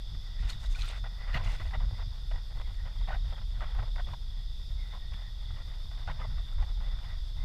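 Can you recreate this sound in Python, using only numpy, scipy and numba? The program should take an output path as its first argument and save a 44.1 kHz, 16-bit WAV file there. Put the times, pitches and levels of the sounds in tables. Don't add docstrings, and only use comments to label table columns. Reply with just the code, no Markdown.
import sys
import numpy as np
from scipy import signal
from scipy.fft import rfft, irfft, next_fast_len
from scipy.io import wavfile
from scipy.ndimage import uniform_filter1d, map_coordinates
from numba import njit

SR = 44100
rng = np.random.default_rng(int(sys.argv[2]) if len(sys.argv) > 2 else 0)


def decibels_to_gain(level_db):
    exponent = np.asarray(level_db, float) / 20
    return 10 ** exponent


def to_wav(s):
    ch = np.atleast_2d(s).T
    pcm = np.round(np.clip(ch, -1, 1) * 32767)
    wavfile.write(sys.argv[1], SR, pcm.astype(np.int16))


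N = 328211


def level(x, db):
    return x * decibels_to_gain(db) / np.sqrt(np.mean(x ** 2))


def curve(table):
    s, *columns = np.transpose(table)
    return [np.interp(np.arange(N) / SR, s, c) for c in columns]


def ring(x, hz, width_hz):
    return signal.lfilter(*signal.iirpeak(hz, hz / width_hz, fs=SR), x)


def band_noise(hz, width_hz):
    return ring(ring(rng.standard_normal(N), hz, width_hz), hz, width_hz)


def coloured(points):
    size = next_fast_len(N)
    hz, db = np.transpose(points)
    log_hz = np.log(np.arange(size // 2 + 1) * SR / size + 1)
    gain = decibels_to_gain(np.interp(log_hz, np.log(hz), db, -90, -90))
    return level(irfft(rfft(rng.standard_normal(size)) * gain, size)[:N], 0)


def walk(rate_hz):
    k = int(SR / rate_hz)
    held = np.repeat(rng.standard_normal(1000), k)[:N]
    return 1.3 * uniform_filter1d(uniform_filter1d(held, k), k)


def even(x, span_s, slack):
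    return level(x / (uniform_filter1d(np.abs(x), int(span_s * SR)) + slack), 0)


def swells(start_s, hold_s, db, rise_db_s, fall_db_s, floor_db=-120):
    t = np.arange(0, N / SR + .002, .001)
    since = t - np.reshape(start_s, (-1, 1))
    before_db = rise_db_s * np.maximum(-since, 0)
    after_db = fall_db_s * np.maximum(since - np.reshape(hold_s, (-1, 1)), 0)
    event_db = np.reshape(db, (-1, 1)) - (before_db + after_db)
    power = np.sum(decibels_to_gain(event_db) ** 2, axis=0) + decibels_to_gain(floor_db) ** 2
    return np.interp(np.arange(N) / SR, t, np.sqrt(power))


@njit
def grains(length, start, hz, t60, glide, size, swell):
    y = np.zeros(length)
    for k in range(len(start)):
        z, w, closed = size[k] + 0j, 2 * np.pi * hz[k] / SR, 1.
        fade, climb = np.exp(-np.log(1000) / (t60[k] * SR)), glide ** (1 / SR)
        opening = np.exp(-1 / (swell * t60[k] * SR))
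        for i in range(start[k], min(length, start[k] + int(t60[k] * SR))):
            z *= fade * np.exp(1j * w)
            w *= climb
            closed *= opening
            y[i] += z.imag * (1 - closed)
    return y


def swarm(low_hz, high_hz, cycles, spread_db, glide, count):
    when, pitch, size = rng.random((count, 3)).T
    hz = low_hz * (high_hz / low_hz) ** pitch
    size = decibels_to_gain(-spread_db * np.log(size + 0.03)) * np.sqrt(hz)
    return level(grains(N, (when * N).astype(np.int64), hz, cycles / hz, glide, size, 0.031), 0)


def rings(rows, swell):
    s, db, hz, t60_s = np.transpose(rows)
    return grains(N, (s * SR).astype(np.int64), hz, t60_s, 4., decibels_to_gain(db), swell)


def housing(x, push, modes, leak_db):
    def shell(v):
        return sum(decibels_to_gain(db) * ring(v, hz, width_hz) for hz, width_hz, db in modes) + decibels_to_gain(leak_db) * v
    return shell(x * push) / np.std(shell(x))


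# start_s, length_s, level_db, bright_minus_dull_db
SPLASHES = [(0.145, 0.011, -60.5, 11), (0.422, 0.09, -55, 3.5), (0.81, 0.049, -62, 19),
            (0.891, 0.093, -55, 5.5), (1.035, 0.043, -52, -2.5), (1.273, 0.041, -50.5, 4),
            (1.333, 0.05, -41, 3), (1.394, 0.028, -48, -6), (1.43, 0.13, -50.5, -1),
            (1.595, 0.033, -49.5, 0), (1.729, 0.033, -43.5, -2), (1.798, 0.048, -53, -4),
            (1.921, 0.029, -61.5, -11), (1.975, 0.056, -54.5, -3), (2.308, 0.017, -50, -0.5),
            (2.608, 0.0089, -49, -4), (2.852, 0.031, -51, -2.5), (3.075, 0.087, -46.5, -1.5),
            (3.322, 0.015, -51, -12.5), (3.606, 0.039, -46.5, 1), (3.782, 0.026, -48, -4),
            (3.819, 0.02, -48.5, -14), (3.867, 0.025, -59.5, -13), (3.96, 0.0068, -47, -6),
            (3.981, 0.032, -50, 3), (4.129, 0.014, -47, -8), (4.921, 0.06, -55.5, -2.5),
            (6.075, 0.043, -45.5, 1), (6.194, 0.044, -48, -4), (6.234, 0.027, -53, -7),
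            (6.597, 0.05, -54.5, -4.5)]
# start_s, length_s, level_db
SLOSHES = [(0.63, 0.024, -54), (1.201, 0.023, -56), (1.65, 0.025, -54), (2.332, 0.057, -57),
           (2.498, 0.032, -59), (2.547, 0.044, -59), (2.669, 0.05, -59), (2.793, 0.021, -60.5),
           (2.947, .03, -63), (4.3, 0.11, -67), (5.212, 0.03, -65), (3.002, 0.031, -58.5),
           (3.242, 0.11, -60), (3.362, 0.034, -56), (3.41, 0.017, -53.5), (3.64, 0.053, -58),
           (3.747, 0.027, -51.5), (4.064, 0.062, -55.5), (4.768, .071, -64), (5.116, 0.034, -58.5),
           (5.502, 0.016, -58), (5.561, 0.06, -59), (5.671, 0.076, -60), (5.785, 0.025, -64),
           (4.69, 0.038, -67), (5.903, 0.038, -59.5), (5.974, 0.065, -58.5), (6.177, .025, -59),
           (6.368, 0.053, -59), (6.58, 0.025, -58), (6.662, 0.058, -59), (6.803, 0.089, -56.5),
           (6.91, 0.029, -58.5), (7.024, 0.12, -60.5), (7.363, 0.097, -62)]
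SLOSH_TILT_DB = -2.5
# time_s, level_db
STIR = [(0.0, -65.5), (0.6, -57.5), (0.91, -59.5), (1.04, -63.5), (1.43, -55), (1.86, -58.5), (1.99, -63),
        (3.25, -62), (3.4, -68), (3.7, -54), (4.0, -66), (4.55, -67), (5.01, -61), (5.43, -64.5),
        (6.62, -60), (6.75, -68), (6.95, -58.5), (7.44, -67)]
# pitch_hz, width_hz, gain_db
DULL_MODES = [(695, 690, -7), (816, 130, -20), (1020, 520, -6.5)]
# pitch_hz, width_hz, gain_db
BRIGHT_MODES = [(1440, 420, -4.5), (1912, 160, -0.5), (2420, 87, -19), (2886, 300, -10.5)]
# freq_hz, density_db
THUMP = [(55, -27), (80, 5.5), (130, -3), (180, -15.5), (240, -25.5), (400, -37)]


def wading():
    t, dull, bright = np.arange(N) / SR, np.zeros(N), np.zeros(N)
    for s, length_s, db, tilt_db in SPLASHES + [row + (SLOSH_TILT_DB,) for row in SLOSHES]:
        span = slice(max(int((s - .02) * SR), 0), int((s + length_s + .12) * SR))
        since = t[span] - s
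        onset = np.clip(since / 0.0077 + 0.31, 0, 1)
        shape = onset * np.exp(-np.maximum(since - length_s + 0.0033, 0) / 0.0068)
        dull[span] += (decibels_to_gain(db - tilt_db / 2) * shape) ** 2
        bright[span] += (decibels_to_gain(db + tilt_db / 2) * shape) ** 2
    flicker_db = 2.2 * walk(30)
    dull, bright = (v * decibels_to_gain(1.07 * walk(70)) ** 2 for v in (dull, bright))
    stir = decibels_to_gain(curve(STIR)[0] + flicker_db) ** 2
    low_bubbles = swarm(500, 1150, 11., 3.6, 30., count=14000)
    low = housing(low_bubbles, np.sqrt(dull + .6 * stir), DULL_MODES, leak_db=-17)
    high_bubbles = swarm(1100, 3000, 14., 3.8, 30., count=30000)
    high = housing(high_bubbles, np.sqrt(bright + .6 * stir), BRIGHT_MODES, leak_db=-15)
    knock = coloured(THUMP) * uniform_filter1d(np.sqrt(dull), int(0.021 * SR))
    spray = decibels_to_gain(-14.5) * np.sqrt(bright) * swarm(3100, 4600, 9.9, 3.6, 1., count=20000)
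    return spray + decibels_to_gain(-3.0) * low + decibels_to_gain(-2.0) * high + decibels_to_gain(2.5) * knock


# start_s, peak_db, pitch_hz
GLUGS = [(1.061, -35.5, 790), (1.722, -40, 1020), (1.735, -34, 750), (1.91, -39.5, 530),
         (2.314, -32.5, 665), (2.599, -36, 1100), (3.086, -26, 745), (3.104, -25.5, 770),
         (3.146, -28.5, 767), (3.591, -45, 660), (3.981, -34, 900), (3.995, -28.5, 715), (4.135, -34, 1020),
         (4.935, -39, 1020), (6.06, -47, 750), (6.077, -31, 757), (6.087, -26.5, 810), (6.627, -33.5, 850),
         (6.774, -46, 800), (1.291, -45, 1012), (1.341, -35, 1050), (1.352, -31, 1000), (1.366, -30, 689),
         (1.513, -45, 882), (1.609, -40, 645), (1.744, -34, 710), (3.161, -36, 740), (3.616, -32, 689),
         (3.626, -39, 700), (3.637, -38, 660), (3.828, -36, 775), (4.947, -38, 1033), (6.098, -27, 1000),
         (6.235, -40, 796), (6.249, -32, 680)]
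# start_s, peak_db, pitch_hz
PLINKS = [(1.0423, -35, 1440), (1.3444, -24.5, 1990), (1.603, -42, 1420), (1.7362, -33, 1980),
          (1.75, -40, 1400), (2.3584, -39, 1890), (3.0803, -44, 1900), (3.13, -29, 1490),
          (3.325, -42, 1310), (3.6056, -37, 1280), (3.9601, -48, 1500), (3.9801, -36, 1467),
          (3.996, -32, 1495), (4.086, -39, 1220), (6.076, -28.5, 1440), (6.2153, -31, 1230),
          (6.526, -44, 1320), (6.6263, -39.5, 1930), (1.667, -40, 1980), (.758, -40, 4200),
          (6.9882, -53, 1400), (.495, -38, 1450), (.853, -38, 3983), (.89, -44, 2810), (.905, -41, 3897),
          (.942, -39, 1970), (1.049, -37, 1940), (1.06, -40, 1850), (1.303, -42, 1356), (1.334, -41, 1370),
          (1.354, -45, 4608), (1.363, -32, 2720), (1.369, -44, 4565), (1.371, -37, 3360),
          (1.393, -42, 1470), (1.46, -34, 2010), (1.472, -37, 2810), (1.522, -41, 2024), (1.613, -36, 1981),
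          (3.091, -35, 1860), (3.107, -35, 1860), (3.119, -32, 1444), (3.147, -36, 1530), (3.62, -38, 1920),
          (3.623, -38, 1510), (3.794, -39, 1270), (3.996, -37, 1800), (6.087, -33, 1510)]
GLUG_T60_S, PLINK_T60_S = 0.022, 0.031


def bubbles():
    glugs = [row + (GLUG_T60_S,) for row in GLUGS]
    plinks = [row + (PLINK_T60_S,) for row in PLINKS]
    return rings(glugs + plinks, swell=.07)


# start_s, peak_db, centre_hz
SMACKS = [(0.644, -42, 1100), (.879, -33, 1150), (.9, -37, 600), (0.913, -35, 550), (0.934, -42, 650),
          (.768, -44, 3000), (.846, -45, 3200), (.862, -44, 4500), (.905, -44, 3000), (.925, -45, 4000),
          (1.04, -38, 1300), (1.062, -38, 910), (1.342, -45, 3500), (1.35, -48, 4600), (1.41, -38, 900),
          (1.46, -44, 3000), (1.52, -38, 3600), (1.358, -48, 4200), (1.371, -43, 3600),
          (1.604, -31.5, 1200), (1.71, -34, 1250), (1.735, -39, 1300), (1.91, -37, 700), (1.998, -34, 910),
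          (2.313, -35.5, 1100), (2.358, -36, 795), (2.573, -39.5, 800), (2.599, -33.5, 1010),
          (2.614, -37, 1900), (2.744, -46, 1700), (2.86, -42, 1500), (3.086, -40, 1100), (3.324, -42, 900),
          (3.38, -35, 1100), (3.418, -43, 800), (3.607, -33.5, 1400), (3.62, -39, 2400), (3.64, -42, 800),
          (3.751, -42, 1800), (3.788, -39, 800), (3.829, -31, 895), (3.96, -33, 1500), (3.98, -37, 1500),
          (4.085, -39, 1100), (4.135, -41, 1100), (4.935, -42, 1100), (5.138, -35.5, 1500),
          (5.755, -49, 6500), (5.856, -45, 900), (6.075, -36, 1200), (6.206, -36, 1010), (6.217, -36, 1390),
          (6.382, -37, 1100), (6.535, -48, 6500), (6.625, -36, 1300), (6.693, -43.5, 1700),
          (6.775, -47, 1000), (6.804, -42.5, 800), (6.988, -38.5, 1200), (7.045, -48, 2400)]
SMACK_RISE_DB_S, SMACK_FALL_DB_S, WIDTH_PER_HZ = 9000, 2500, 1.2


def smacks():
    out, t = np.zeros(N), np.arange(-64, 1024) / SR
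    shape = decibels_to_gain(np.where(t < 0, SMACK_RISE_DB_S * t, -SMACK_FALL_DB_S * t))
    for (s, db, hz), noise in zip(SMACKS, rng.standard_normal((len(SMACKS), len(t)))):
        width_hz = WIDTH_PER_HZ * hz
        burst = ring(ring(shape * noise, hz, width_hz), hz, width_hz)
        burst *= decibels_to_gain(db - 6.5) / np.max(np.abs(burst))
        start = int(s * SR) - 64
        out[start:start + len(t)] += burst
    return out


# start_s, hold_s, level_db
WHISTLE = [(0.24, .02, -54), (0.395, 0.025, -49), (0.646, 0.032, -58), (0.925, 0.04, -52),
           (1.218, .015, -52), (1.278, .03, -54), (1.34, .01, -43), (1.45, 0.058, -51), (1.736, 0.076, -62),
           (1.956, 0.014, -53), (2.56, 0.05, -61), (2.678, 0.028, -58.5), (2.79, 0.049, -57.5),
           (3.79, .02, -60), (2.997, 0.018, -52), (4.383, 0.017, -58.5), (4.82, 0.023, -55),
           (4.918, 0.031, -55.5), (5.027, 0.024, -55), (5.13, 0.14, -57), (5.507, 0.11, -56.5),
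           (6.07, 0.027, -60), (6.223, .02, -51), (6.38, 0.016, -52), (6.82, 0.088, -57),
           (7.07, 0.048, -51), (7.41, .02, -55)]
WHISTLE_RISE_DB_S, WHISTLE_FALL_DB_S = 266, 237


def whistle():
    band = band_noise(1960, 170)
    flutter_db = 2.2 * walk(22)
    drift = .016 * np.cumsum(flutter_db[::-1])
    band = map_coordinates(band, [np.arange(N) + drift], order=1, mode="mirror")
    gain = swells(*np.transpose(WHISTLE), WHISTLE_RISE_DB_S, WHISTLE_FALL_DB_S, -89)
    return level(band, -7.5) * decibels_to_gain(flutter_db) * gain


# start_s, peak_db, pitch_hz, t60_s
DROPS = [(0.498, -35.5, 4260, 0.06), (0.502, -37.5, 6600, 0.013), (0.532, -37, 3770, .02),
         (0.661, -38, 3880, 0.016), (.7495, -37.5, 2380, 0.03), (.759, -42, 1454, 0.068),
         (0.788, -40.5, 2530, 0.044), (.802, -42, 2390, .03), (0.81, -37, 4130, 0.02),
         (0.8195, -33, 3300, 0.0065), (0.8208, -27.5, 4000, 0.011), (.821, -40, 6160, .011),
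         (.838, -41.5, 1344, 0.1), (0.8782, -42, 2330, .02), (.884, -41, 8500, 0.0081),
         (.889, -33.5, 3640, 0.017), (.89, -40, 8100, 0.007), (1.345, -28.5, 2870, 0.017),
         (1.447, -45, 6660, 0.0099), (.714, -51, 6400, .015), (.757, -51, 6600, .012),
         (5.135, -46, 2250, .008), (7.04, -52, 2300, .015), (.8545, -47, 13400, .004),
         (1.338, -60, 11300, .016), (1.3458, -53, 11900, .014), (1.36, -56, 11400, .018),
         (3.7489, -53, 11000, .004)]


def drops():
    return rings(DROPS, swell=.012)


# start_s, hold_s, level_db, body_over_level_db
GRASS = [(0.402, .09, -63, 6), (0.498, 0.0065, -44.5, -1), (0.6, 0.063, -57, -11), (0.706, 0.023, -55, -7),
         (0.754, 0.061, -56.5, -2), (0.797, 0.038, -51.5, 3), (0.835, 0.036, -55.5, 4),
         (0.88, 0.034, -55.5, 7.5), (0.94, 0.045, -62.5, 4), (1.342, 0.023, -59.5, 16.5),
         (1.445, 0.028, -57.5, 9), (1.491, 0.059, -56, 6), (1.576, .1, -66, 7)]
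GRASS_RISE_DB_S, GRASS_FALL_DB_S = 900, 394


def grass():
    s, hold_s, db, body_db = np.transpose(GRASS)
    crackle = swarm(4000, 7100, 3.9, 3.6, 1., count=20000)
    scratch = swarm(1980, 4750, 20.0, 4.2, 1., count=14000)
    fine = swells(s, hold_s, db - 3, GRASS_RISE_DB_S, GRASS_FALL_DB_S)
    body = swells(s, hold_s, db + body_db - 3, GRASS_RISE_DB_S, GRASS_FALL_DB_S)
    return fine * crackle + body * scratch


# start_s, peak_db, pitch_hz, t60_s
KNOCKS = [
    (1.352, -24, 131, 0.092),
    (3.796, -29, 103.4, 0.18),
    (6.097, -33.5, 132, 0.19),
]
# start_s, peak_db, pitch_hz, t60_s
BUMPS = [(.7, -51, 295, .06), (.4, -31.5, 148, 0.062), (1.12, -39, 159, 0.072), (1.23, -42, 147, 0.12),
         (1.66, -49, 270, 0.039), (1.83, -37, 200, .07), (2.25, -37, 120, .08), (3.7, -43, 130, .08),
         (4.37, -39, 121, 0.073), (4.85, -47, 110, .1), (5.27, -43, 167, 0.081), (6.7, -48, 249, 0.069),
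         (6.76, -49, 169, .07), (1.37, -42, 277, 0.036), (1.6, -42, 331, 0.042), (1.92, -48, 220, .05),
         (2.68, -42, 170, 0.087), (3.41, -37, 149, 0.066), (3.62, -48.5, 300, 0.054),
         (5.14, -45, 199, 0.068), (5.5, -50, 147, .08), (6.1, -59, 230, 0.072), (6.31, -50, 240, 0.04),
         (6.49, -46, 170, 0.067), (6.6, -46, 326, .05), (7.38, -52, 230, .06)]


def knocks():
    return rings(KNOCKS, swell=.012) + rings(BUMPS, swell=.1)


# start_s, hold_s, level_db
SURGES = [(0.1, 0.11, -41), (0.403, 0.069, -30), (0.705, 0.015, -24.5), (0.812, 0.037, -30.5),
          (0.998, 0.048, -35), (1.288, 0.078, -30), (1.438, 0.1, -29), (1.672, 0.011, -27.5),
          (1.792, 0.083, -27.5), (1.99, 0.099, -35), (2.319, 0.036, -28.5), (2.577, 0.089, -31.5),
          (2.805, 0.021, -29.5), (3.017, 0.018, -27), (3.126, 0.17, -30.5), (3.453, 0.25, -33),
          (3.747, 0.052, -29), (3.895, 0.16, -31.5), (4.234, 0.35, -37), (4.718, 0.1, -33),
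          (5.095, 0.036, -34), (5.37, 0.17, -40), (5.763, 0.12, -39), (5.945, 0.3, -38), (6.1, .03, -32.5),
          (6.33, 0.077, -30.5), (6.59, 0.01, -22.5), (6.712, 0.24, -31.5), (7.158, 0.091, -33),
          (7.38, 0.049, -30.5)]
SURGE_RISE_DB_S, SURGE_FALL_DB_S, BREEZE_DB = 197, 257, -37
# freq_hz, density_db
DEEP = [(9, -6), (14, -10), (26, -1.5), (38, 5), (50, -7), (62, -10.5), (90, -23)]
# start_s, level_db
THUMPS = [(.14, -38), (.45, -38.5), (.55, -40.5), (.7, -48), (.81, -42), (1.0, -42.5), (1.47, -34.5),
          (1.6, -41.5), (1.77, -37), (1.85, -40), (1.93, -37.5), (2.07, -39.5), (2.35, -46), (2.57, -44.5),
          (3.0, -42), (3.25, -41), (3.58, -43), (4.1, -40.5), (4.7, -47.5), (4.8, -50), (5.14, -47),
          (5.52, -37.5), (6.3, -37), (6.6, -44), (5.85, -47), (.3, -48), (1.2, -46.5), (1.35, -47),
          (2.2, -47.5), (2.72, -49), (2.85, -48), (3.12, -55), (3.42, -44), (3.8, -41), (3.95, -52),
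          (4.3, -61), (4.45, -57), (4.95, -53), (5.3, -55), (5.68, -46.5), (6.0, -60), (6.12, -50),
          (6.45, -50), (6.8, -44), (6.93, -46), (7.07, -44.5), (7.17, -60), (7.4, -42)]
THUMP_RISE_DB_S, THUMP_FALL_DB_S, GRIP_DB = 263, 219, -52.5


def buffeting():
    surge = swells(*np.transpose(SURGES), SURGE_RISE_DB_S, SURGE_FALL_DB_S, BREEZE_DB)
    s, db = np.transpose(THUMPS)
    thump = swells(s, 0, db, THUMP_RISE_DB_S, THUMP_FALL_DB_S, GRIP_DB)
    return surge * even(coloured(DEEP), 0.0505, 0.2) + thump * even(coloured(THUMP), 0.09, 0.61)


def trill(hz, rate_hz, phase, fall_hz):
    wander = .3 * walk(5)
    cycle = (np.arange(N) / SR * rate_hz + phase + wander) % 1
    stroke = np.sin(np.pi * np.clip(cycle / 0.61, 0, 1)) ** 2
    return stroke * np.sin(2 * np.pi * np.cumsum(hz - fall_hz * (cycle - .3)) / SR)


# start_s, level_db, pitch_hz
PHRASES = [(.1, -62, 3400), (2.36, -63, 3400), (2.67, -58.5, 3380), (3.05, -60, 3300), (3.36, -59, 3260),
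           (3.7, -59, 3300), (4.06, -57, 3380), (4.4, -64, 3400), (4.95, -63, 3540), (5.16, -58.5, 3400),
           (5.5, -57, 3420), (6.45, -59, 3520), (6.92, -57, 3500), (7.3, -66, 3400)]
PHRASE_RISE_DB_S, PHRASE_FALL_DB_S, BETWEEN_DB = 77, 200, -71


def phrasing():
    s, db, _ = np.transpose(PHRASES)
    return swells(s, 0, db, PHRASE_RISE_DB_S, PHRASE_FALL_DB_S, BETWEEN_DB)


def nearest_cricket():
    return phrasing() * level(trill(curve(PHRASES)[1], 40.5, .35, fall_hz=638.0), -0.16)


# time_s, level_db
CRICKETS = [
    (0.0, -58),
    (0.8, -57.5),
    (1.1, -60),
    (2.05, -58),
    (2.5, -61.5),
    (4.4, -58),
    (4.78, -59),
    (5.7, -58.5),
    (7.44, -57.5),
]
ANSWER_DB = -2


def chorus(count=6):
    gain = np.hypot(decibels_to_gain(curve(CRICKETS)[0]), decibels_to_gain(ANSWER_DB) * phrasing())
    near = np.zeros(N)
    for pitch, (rate, phase) in zip(np.linspace(-.5, .5, count), rng.random((count, 2))):
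        turn = decibels_to_gain(9.3 * walk(2.69))
        near += turn * trill(3560 + 260 * pitch, 37 + 6 * rate, phase, fall_hz=406.2)
    wash = rng.standard_normal(2048) * np.exp(-np.arange(2048) / (0.0073 * SR))
    near = level(near, -7.0) + level(signal.fftconvolve(near, wash)[:N], -9.0)
    haze = band_noise(3547, 400)
    return gain * (level(near, -6.0) + level(haze, 0))


# pitch_hz, width_hz, level_db
FAR_CHORUS = [(4362, 170, -71), (4904, 830, -62.5)]


def far_chorus():
    return sum(level(band_noise(hz, width_hz), db) * decibels_to_gain(1.06 * walk(5.6))
               for hz, width_hz, db in FAR_CHORUS)


# freq_hz, density_db
HISS = [(120, -39), (200, -3.5), (344, -4), (1600, -17), (3500, -11), (4930, -9.5), (5910, -17),
        (15200, -24)]
HISS_DB = -65


def hiss():
    return decibels_to_gain(HISS_DB + 0.84 * walk(29)) * coloured(HISS)


def scene():
    background = hiss()
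    water = wading() + whistle() + bubbles() + drops()
    handling = grass() + knocks() + buffeting()
    insects = chorus() + nearest_cricket() + far_chorus()
    return (water + handling + insects + smacks() + background)[None]


def top_cut(x):
    return signal.sosfilt(signal.butter(12, 15310, fs=SR, output="sos"), x)


def record(dry):
    low_pass = signal.ellip(12, .3, 70, 15300, fs=SR, output="sos")
    mix = signal.sosfilt(low_pass, dry)
    return top_cut(mix)


dry = scene()
out = record(dry)
to_wav(out)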